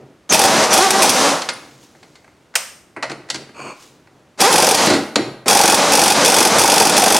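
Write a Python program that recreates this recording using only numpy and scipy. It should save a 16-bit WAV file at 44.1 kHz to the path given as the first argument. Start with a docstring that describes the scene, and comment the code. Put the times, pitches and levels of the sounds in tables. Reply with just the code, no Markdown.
"""In a garage, a pneumatic impact wrench works a rusted nut in a car's wheel well.
The vane motor howls (pulse tones and noise) and hisses (chopped noise), sagging at each hammer blow.
Each blow is a dense crack on the anvil with a puff of air; short jet tones whistle now and then.
Between bursts the socket is pulled off, knocked about and slid back on: decaying clatter, one hard snap,
and uneven friction noise. Sparse garage reflections and room noise surround it; a limiter holds the peaks."""
import sys
import numpy as np
from scipy import signal
from scipy.fft import rfft, irfft
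from scipy.io import wavfile
from scipy.ndimage import uniform_filter1d, minimum_filter1d

SR = 44100
rng = np.random.default_rng(int(sys.argv[2]) if len(sys.argv) > 2 else 0)


def dump(signal):
    """Clip the signal to [-1, 1] and save it as 16-bit WAV at the path in sys.argv[1]."""
    limited = np.clip(np.atleast_2d(signal).T, -1, 1)
    pcm = np.round(limited * 32767).astype(np.int16)
    wavfile.write(sys.argv[1], SR, pcm)


N = 317064
TIME = np.arange(N) / SR


def amp(db):
    """Decibels to gain."""
    return 10 ** (np.asarray(db) / 20)


def unit(x):
    """Scales to rms 1."""
    return x / np.sqrt(np.mean(x ** 2) + 1e-20)


def read(points, hz):
    """Reads a table on a log-frequency axis."""
    f, value = np.transpose(points)
    return np.interp(np.log(hz + 1), np.log(f + 1), value)


def add(mix, s, sound):
    """Mixes a sound in at a time in seconds."""
    part = mix[max(round(s * SR), 0):][:len(sound)]
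    part += sound[:len(part)]


def colour(x, spectrum, size=4096):
    """Causal (minimum-phase) filter with the shape of the given spectrum and energy 1."""
    hz = abs(np.fft.fftfreq(size, 1 / SR))
    log_gain = np.log(amp(read(spectrum, hz)))
    response = np.exp(np.conj(signal.hilbert(log_gain)))
    taps = np.fft.ifft(response).real[:size // 2]
    return signal.oaconvolve(x, taps / np.linalg.norm(taps))[:N]


def noise():
    """White noise."""
    return rng.standard_normal(N)


def wander(rate_hz):
    """Random drift of rms 1, mostly slower than the given rate."""
    lowpass = 1 / (1 + (np.fft.rfftfreq(N, 1 / SR) / rate_hz) ** 4)
    return unit(irfft(rfft(noise()) * lowpass, N))


def strike(t60, rise_s=0.00071, size=12000):
    """A dense, even clatter of contacts that builds up quickly and dies away by 60 dB in t60 seconds."""
    t = np.arange(size) / SR
    contacts = rng.choice([-1., 1.], size)
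    return contacts * (1 - np.exp(-t / rise_s)) * amp(-60 * t / t60)


# Room noise. Each row: frequency in Hz, relative level in dB per Hz.
ROOM_NOISE_SPECTRUM = [(25,-26),(80,-7),(300,-6),(600,-11.5),(2000,-19.5),(9000,-33.5),(16000,-47)]


def room_noise(level_db=-54):
    """Steady, dull background: coloured noise."""
    return amp(level_db) * colour(noise(), ROOM_NOISE_SPECTRUM)


# Shifts of gloves and tool, each swelling and fading. Each row: peak in seconds, rise in seconds,
# fade in seconds, dull rubbing in dB and fine rustle in dB, both before the trims in handling().
SHIFTS = [(0,0.054,0.083,-38,-69),(1.56,0.057,0.27,-43,-46),(1.84,0.017,0.014,-53.5,-47),(2.08,.1,.15,-57.5,-63),(3.13,.05,0.066,-32.5,-56),(3.39,0.06,0.063,-34,-52),(3.83,0.065,0.055,-56,-43),(3.92,0.045,0.092,-50,-67),(4.17,0.05,0.064,-49,-71),(5.28,0.058,0.078,-26.5,-54)]
# Sliding steel. Each row: frequency in Hz, relative level in dB per Hz.
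SCRAPE_SPECTRUM = [(40,-36),(130,-6),(320,-0.5),(800,-5),(1100,-0.5),(1900,-18),(2150,-14),(2380,-3),(2820,-11),(3100,-21),(4050,-33),(4400,-8.5),(4900,-24),(6000,-30),(6600,-15),(7600,-29),(8150,-18),(9000,-31),(15000,-50)]
# Dull rubbing, with the car body's low boom near 128 Hz. Each row: frequency in Hz, relative level in dB per
# Hz.
RUB_SPECTRUM = [(30,-28.5),(100,-13),(128,10),(165,-4),(300,4.5),(600,-3.5),(1200,-14.5),(2400,-25.5),(6000,-54)]
GRIP_RUB_DB, GRIP_RUSTLE_DB = -71.5, -73  # the gloves never lie quite still; before the same trims
# the socket sliding on steel
SLIDE_START_S, SLIDE_END_S = 3.53, 3.742
SLIDE_RISE_S, SLIDE_FALL_S, SLIDE_DB = 0.092, 0.037, -31.5


def handling(grain_db=1.5, rub_trim_db=-3, rustle_trim_db=-3):
    """Uneven friction of sliding steel, gloves and sleeves: noise whose level wanders."""
    def slips():
        return unit(noise() * amp(grain_db * wander(170)))
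    rise = (TIME - SLIDE_START_S) / SLIDE_RISE_S
    fall = (SLIDE_END_S - TIME) / SLIDE_FALL_S
    push = np.clip(np.minimum(rise, fall), 0, 1)
    dull, fine = amp(GRIP_RUB_DB), amp(GRIP_RUSTLE_DB)
    for s, rise_s, fade_s, dull_db, fine_db in SHIFTS:
        swell = np.exp(-np.maximum((s - TIME) / rise_s, (TIME - s) / fade_s))
        dull = dull + amp(dull_db) * swell
        fine = fine + amp(fine_db) * swell
    slide = amp(SLIDE_DB) * colour(slips() * push, SCRAPE_SPECTRUM)
    rub = amp(rub_trim_db) * colour(slips() * dull, RUB_SPECTRUM)
    rustle_spectrum = [(1000, -8.5), (3000, -2), (6500, 0), (10000, -10.0), (15000, -18.5)]  # (Hz, dB per Hz)
    rustle = amp(rustle_trim_db) * colour(slips() * fine, rustle_spectrum)
    return slide + rub + rustle


# How fast the garage dies away. Each row: frequency in Hz, decay t60 in seconds.
GARAGE_DECAY = [(100,0.28),(400,0.4),(1000,0.66),(2800,0.59),(7300,0.37),(15000,0.77)]


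def garage(x, size=20):
    """Sparse reflections of random sign, each band dying at its own speed."""
    taps = np.zeros(SR)
    at = np.arange(int(.006 * SR), SR - size, size)  # one in each slot of `size` samples, from 6 ms on
    taps[at + rng.integers(0, size, len(at))] = rng.choice([-1., 1.], len(at))
    hz, t, bands = signal.stft(taps, SR, nperseg=256)
    decay = amp(-60 * t / read(GARAGE_DECAY, hz)[:, None])
    tail = signal.istft(bands * decay, SR, nperseg=256)[1]
    return signal.oaconvolve(x, tail / np.linalg.norm(tail))[:N]


# The motor while the trigger is held, one curve a pull. Each row: time in seconds, vane pulses a second,
# air flow in dB before the speed tilt and trims, roughness (0 tonal to 1 noisy, clipped).
PULLS = [
    [(.33,193,-10.5,.9),(.38,215,-20.5,1),(.45,280,-12,0.85),(.5,306,-16.5,0.7),(.64,395,-13.5,0.98),(.69,440,-22,1.04),(.735,183,-12,0.46),(.79,340,-13.5,0.1),
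     (.845,398,-12,0),(.885,370,-18,0.38),(1,397,-13.5,0.35),(1.05,262,-15.5,.64),(1.135,245,-19.5,.77),(1.17,255,-16,0.69),(1.29,288,-15.5,0.74)],
    [(4.408,410,-12,0.59),(4.446,380,-12,0.17),(4.472,460,-11,0),(4.497,530,-14.5,.05),(4.52,406,-15,0.76),(4.63,330,-12.5,0.66),(4.76,230,-17,.9),(4.85,230,-16.5,0.91)],
    [(5.49,265,-14.5,0.55),(5.9,288,-16,0.88),(6.24,296,-15,0.89),(7.19,305,-14.5,0.88)],
]
# How the valve opens, one row a pull. Each row: opening time in seconds, starting level in dB
# relative to the pull's first flow.
VALVE = [(.038,-21.5),(.032,-33),(.031,-17)]
WORK_HZ = 287.6  # vane pulses a second at which exhaust and hiss have no tilt
EXHAUST_DB_PER_OCTAVE, HISS_DB_PER_OCTAVE = 0.5, -4  # a fast motor howls, a slow one hisses
RECOVER_S, RECOVER_DB = 0.035, -3  # after a run of blows the motor takes a moment to pick up again
# after the trigger is let go
COAST_DB_PER_S, HISS_SHUT_DB_PER_S, COAST_OCTAVES_PER_S = 108, 131, 2.8


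def trigger():
    """Motor speed, roughness and the gains of exhaust and hiss: each pull opens, holds and coasts down."""
    hz, rough = np.full(N, float(WORK_HZ)), np.ones(N)
    exhaust_gain, hiss_gain = np.zeros((2, N))
    for pull, (open_s, open_db) in zip(PULLS, VALVE):
        s, *columns = np.transpose(pull)
        speed, flow_db, roughness = (np.interp(TIME, s, column) for column in columns)
        on = TIME >= s[0] - open_s
        coast_s = np.maximum(TIME - s[-1], 0)
        flow_db = flow_db + open_db * np.clip((s[0] - TIME) / open_s, 0, 1)
        for _, last, *_ in RUNS:
            flow_db = flow_db + RECOVER_DB * (TIME > last) * np.exp(-abs(TIME - last) / RECOVER_S)
        octaves = np.log2(speed / WORK_HZ)
        exhaust_db = flow_db + EXHAUST_DB_PER_OCTAVE * octaves - COAST_DB_PER_S * coast_s
        hiss_db = flow_db + HISS_DB_PER_OCTAVE * octaves - HISS_SHUT_DB_PER_S * coast_s
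        exhaust_gain += on * amp(exhaust_db)
        hiss_gain += on * amp(hiss_db)
        slowed = speed * 2 ** (-COAST_OCTAVES_PER_S * np.minimum(coast_s, .3))
        hz = np.where(on, slowed, hz)
        rough = np.where(on, roughness + 2 * coast_s, rough)
    return hz, np.clip(rough, 0, 1), exhaust_gain, hiss_gain


# Exhaust through the muffler. Each row: frequency in Hz, relative level in dB per Hz.
MUFFLER_SPECTRUM = [(30,-41),(70,-24),(120,-16),(210,-3),(330,-6.5),(560,-2),(800,-2.5),(1150,-5),(1600,-11),(2500,-15),(4000,-25),(12000,-47.5)]
# Hiss of the air jet. Each row: frequency in Hz, relative level in dB per Hz.
JET_SPECTRUM = [(500,-26),(1500,2.5),(2600,1.5),(3700,3),(5000,4),(6200,4),(7400,0),(9000,-2.5),(11000,-9),(13000,-19.5),(16000,-42)]


def motor(strikes, exhaust_trim_db=0.5, hiss_trim_db=-2, stall_db=-8.0, hiss_stall_db=-5,
          jitter=0.01115, chop=0.15, vane_spread=0.13):
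    """Vanes chop the air into pulses and hiss; the flow drops while the hammer holds the rotor back."""
    hz, rough, exhaust_gain, hiss_gain = trigger()
    vanes_passed = np.cumsum(hz * (1 + jitter * wander(59.6))) / SR
    # five harmonics, with phases k ** 2 that spread each pulse out and soften its peaks
    pulses = unit(sum(np.cos(2 * np.pi * k * vanes_passed + k ** 2) for k in range(1, 6)))
    pulses *= 1 + vane_spread * np.cos(2 * np.pi * vanes_passed / 6)  # uneven over every six pulses
    gate = unit(1 + chop * np.cos(2 * np.pi * vanes_passed))
    tonal = np.sqrt(1 - rough) * unit(colour(pulses, MUFFLER_SPECTRUM))
    noisy = np.sqrt(rough) * colour(gate * noise(), MUFFLER_SPECTRUM)
    hiss = colour(gate * noise(), JET_SPECTRUM) * amp(.5 * wander(39))
    stall = np.zeros(N)
    for s, _, _ in strikes:
        add(stall, s - .006, np.hanning(int(0.042 * SR)))
    stall = np.minimum(stall, 1)
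    exhaust = (tonal + noisy) * exhaust_gain * amp(exhaust_trim_db + stall_db * stall)
    return exhaust + hiss * hiss_gain * amp(hiss_trim_db + hiss_stall_db * stall)


# Brief whistles of the air passages. Each row: start in seconds, length in seconds, pitch in Hz, level in dB.
WHISTLES = [(0.296,0.022,6370,-15.5),(0.702,0.056,5900,-20.5),(1.531,0.013,9760,-39.5),(4.511,0.026,10070,-24)]


def whistles(width_hz=170):
    """Narrow, unsteady jet tones: sines whose pitch wanders."""
    out = np.zeros(N)
    drift = np.cumsum(width_hz * wander(500)) / SR
    for s, length_s, hz, db in WHISTLES:
        n = int(length_s * SR)
        tone = np.sin(2 * np.pi * (hz * TIME[:n] + drift[int(s * SR):][:n]))
        add(out, s, amp(db) * unit(tone * signal.windows.tukey(n, .4)))
    return out


# Lone blows, when the nut grabs and gives again. Each row: time in seconds, crack in dB before the
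# trim in hammer(), puff in dB.
BITES = [(.3236,-9,-39.5),(.3335,-7,-24),(.342,-10.5,-14),(.3919,-12,-13),(.4155,-14,-18.5),(.438,-13,-7.5),(.451,-11.5,-16.5),(.7297,-10.5,-17),(.738,-7.5,-17.5),(.7765,-8,-8.5),
         (.9051,-11.5,-17),(1.0209,-11.5,-29),(1.0294,-5.5,-10),(1.0933,-9,-31.5),(4.404,-13,-14),(4.4123,-2,-7),(4.7452,-12,-29),(4.8596,-18,-38),(5.481,-5,-10.5),(6.7995,-10,-14)]
# Runs of steady hammering. Each row: first blow in seconds, last blow in seconds (both before limp and
# jitter), slowing as the share by which the gaps grow, crack in dB before the trim, first blow's extra
# in dB, puff in dB, hammer that leads (0 strong puff, 1 weak puff).
RUNS = [(4.5368,4.71,.05,-12.5,-2,-12,0),(5.508,5.744,.1,-13,5,-10.5,0),(5.931,6.122,0.092,-12.5,1,-12.5,0),(6.258,6.4713,0.097,-12.5,3,-11.5,1),
        (6.5943,6.8003,0.003,-13.5,8,-11,0),(6.829,6.894,0,-14,-7,-14.5,1),(6.9775,7.1664,.13,-13,4,-10.5,0)]
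BLOW_GAP_S = .021  # nominal, sets how many blows fit a run
BLOW_JITTER_S, BLOW_SPREAD_DB = .0009, 1.4  # chance in the timing and strength of each blow
# the two hammers alternate: one strikes a little late and frees most of the air
LIMP_S, WEAK_PUFF_DB = .0005, -13.5
CATCH_S, CATCH_DB = .0108, 1.5  # one catch of the hammer comes just before each run


def blows():
    """Every hammer blow as (s, crack dB, puff dB): lone bites, and runs that slow a little as they go."""
    rows = list(BITES)
    for first, last, slowing, crack_db, accent_db, puff_db, lead in RUNS:
        k = np.arange(round((last - first) / BLOW_GAP_S) + 1)
        weak = (k + round(lead)) % 2
        u = k / k[-1]
        slowed = first + (last - first) * (u - slowing / 2 * u * (1 - u))
        limp = LIMP_S * (1 - 2 * weak)
        times = slowed + limp + BLOW_JITTER_S * rng.standard_normal(len(k))
        cracks = crack_db + accent_db * (k == 0) + BLOW_SPREAD_DB * rng.standard_normal(len(k))
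        rows.append((first - CATCH_S, crack_db + CATCH_DB, puff_db + WEAK_PUFF_DB / 2))
        rows += zip(times, cracks, puff_db + WEAK_PUFF_DB * weak)
    return rows


# Crack of hammer on anvil. Each row: frequency in Hz, relative level in dB per Hz.
CRACK_SPECTRUM = [(30,-25.5),(100,-3),(500,9),(1300,1),(2100,-1.5),(2520,7),(2950,-2.5),(3450,6),(3900,-3),(4750,5.5),(5850,6),(7400,-0.5),(8550,3.5),(9400,2),(10700,0),(12500,-7.5),(16000,-17)]
# Puff of freed air. Each row: frequency in Hz, relative level in dB per Hz.
PUFF_SPECTRUM = [(60,-53.5),(200,-6),(400,-6),(520,-2),(650,-9),(780,6),(900,3.5),(1080,-17),(1500,-8.5),(3000,-39.5),(9000,-55.5)]


def hammer(strikes, crack_trim_db=5.5, puff_s=0.03, puff_delay_s=-0.0015):
    """Each blow cracks on the anvil; the freed rotor lets out a puff of air that swells after it."""
    cracks, puffs = np.zeros((2, N))
    swell = np.hanning(int(puff_s * SR))
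    for s, crack_db, puff_db in strikes:
        add(cracks, s, amp(crack_db) * strike(.065, rise_s=.0005))
        add(puffs, s + puff_delay_s, amp(puff_db) * swell)
    air = colour(noise(), PUFF_SPECTRUM)
    air /= np.sqrt(uniform_filter1d(air ** 2, size=500))  # evened out, so each puff keeps its given level
    return amp(crack_trim_db) * colour(cracks, CRACK_SPECTRUM) + puffs * air


# Knocks of socket, tool and pliers. Each row: time in seconds, thud, clank and ring in dB before the
# trims in knocks(), decay t60 in seconds (the thud's is stretched).
KNOCKS = [(1.418,-48,-27,-20.5,.05),(1.488,-33.5,-17.5,-16,0.063),(1.949,-59,-44.5,-63,0.036),(2.028,-64,-47,-46.5,0.083),(2.154,-59.5,-47.5,-46.5,.079),(2.243,-56,-44,-54.5,0.038),(2.277,-57,-44.5,-59,0.032),
          (2.539,-58,-42,-49,0.14),(2.963,-32,-30.5,-51,0.13),(3.0254,-31,-20.5,-25,.098),(3.096,-29.5,-29.5,-33,0.1),(3.115,-30,-29,-29.5,.048),(3.287,-50,-37.5,-43,0.086),(3.3006,-49,-25,-14.5,0.051),
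          (3.344,-34,-30,-25,0.071),(3.357,-33,-33.5,-24.5,0.036),(3.491,-37,-41,-53,0.039),(4.072,-57,-46.5,-55,.034),(4.868,-11.5,-20.5,-16,.13),(4.899,-13,-19,-19.5,0.26),(4.935,-20,-24,-22,0.21),
          (5.157,-6.5,-10,-6.5,0.039),(5.18,-15.5,-26,-40,0.13),(5.458,-18,-29,-44,0.082)]
# Thud in the car body. Each row: frequency in Hz, relative level in dB per Hz.
THUD_SPECTRUM = [(30,-64),(85,-10.5),(125,-7),(165,-5),(230,3),(310,6),(430,0),(800,-8.5),(2500,-74)]
# Clank of steel. Each row: frequency in Hz, relative level in dB per Hz.
CLANK_SPECTRUM = [(100,-46),(450,-4.5),(650,5),(1200,3),(1650,6),(2100,3.5),(2600,1),(4000,-59),(9000,-20),(15000,-70)]
# Bright ring. Each row: frequency in Hz, relative level in dB per Hz.
RING_SPECTRUM = [(1200,-35),(2800,3.5),(3700,4.5),(4350,10),(4950,4),(5800,1),(7200,0),(11000,-14),(12500,-34),(16000,-35)]
# Loosely held steel ringing on. Each row: frequency in Hz, relative level in dB per Hz.
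STEEL_SPECTRUM = [(600,18),(1500,-3),(1900,7),(2100,25),(2400,-12),(3900,-50),(4350,-6),(4900,-36),(9000,-1.5)]


def knocks(thud_trim_db=2, clank_trim_db=3, ring_trim_db=2.5, after_ring_db=-11, after_ring_t60=0.12,
           thud_longer=1.7):
    """Loose steel parts knock together: a thud in the car body, a clank and a bright ring."""
    thud, clank, ring = np.zeros((3, N))
    for s, thud_db, clank_db, ring_db, t60 in KNOCKS:
        add(thud, s, amp(thud_db + thud_trim_db) * strike(t60 * thud_longer, rise_s=0.0054))
        add(clank, s, amp(clank_db + clank_trim_db) * strike(t60))
        add(ring, s, amp(ring_db + ring_trim_db) * strike(t60))
    steel = colour(clank, CLANK_SPECTRUM) + colour(ring, RING_SPECTRUM)
    tail = strike(after_ring_t60)  # many close modes ring on together
    after_ring = colour(signal.oaconvolve(steel, tail / np.linalg.norm(tail)), STEEL_SPECTRUM)
    return colour(thud, THUD_SPECTRUM) + steel + amp(after_ring_db) * after_ring


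# One hard snap of steel coming free, a single row: time in seconds, level in dB, decay t60 in seconds.
SNAP_HIT = (2.5538, -4.5, 0.059)
# The snap's colour. Each row: frequency in Hz, relative level in dB per Hz.
SNAP_SPECTRUM = [(150,-42),(300,-35),(520,0.5),(1000,-1.5),(1500,2.5),(2900,1.5),(3900,-5.5),(5500,1.5),(7800,-2.5),(8800,3),(10000,-11.5),(12500,-10),(16000,-23)]


def snap(tail_db=-18.0, tail_t60=0.52):
    """A single very short contact, bright and with little bass, and its diffuse tail in the garage."""
    s, db, t60 = SNAP_HIT
    out = np.zeros(N)
    add(out, s, amp(db) * strike(t60))
    add(out, s, amp(db + tail_db) * strike(tail_t60, size=30000))
    return colour(out, SNAP_SPECTRUM)


def scene(room_db=-8, side_db=-21, side_noise_db=-16):
    """All sources are close and central; only faint reflections and room noise differ between the ears."""
    strikes = blows()
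    near = hammer(strikes) + motor(strikes) + whistles() + knocks() + handling()
    mid = near + snap() + amp(room_db) * garage(near) + room_noise()
    # (Hz, dB per Hz): the reflections at the sides are bright
    side_spectrum = [(40, 2.0), (200, -6), (700, 0.0), (1400, 0.5), (8000, 12.0), (14000, 2)]
    side = amp(side_db) * colour(garage(mid), side_spectrum)
    side += amp(side_noise_db) * room_noise()
    return np.array([mid + side, mid - side])


def record(dry, recover_db_per_s=400, ceiling_db=-.7, edge_hz=16050):
    """A quick peak limiter, shared by both channels, then a steep cut of the highest treble."""
    level_db = 20 * np.log10(abs(dry).max(0) + 1e-9)
    peak_db = -minimum_filter1d(-level_db, size=40)
    fall = TIME * recover_db_per_s
    held_peak_db = np.maximum.accumulate(peak_db + fall) - fall  # jumps up, then falls steadily
    over_db = np.maximum(held_peak_db - ceiling_db, 0)
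    limited = dry / amp(uniform_filter1d(over_db, size=40))
    lowpass = signal.firwin(701, edge_hz, window=("kaiser", 9), fs=SR)
    return signal.oaconvolve(limited, lowpass[None], "same")


dry = scene()
out = record(dry)
dump(out)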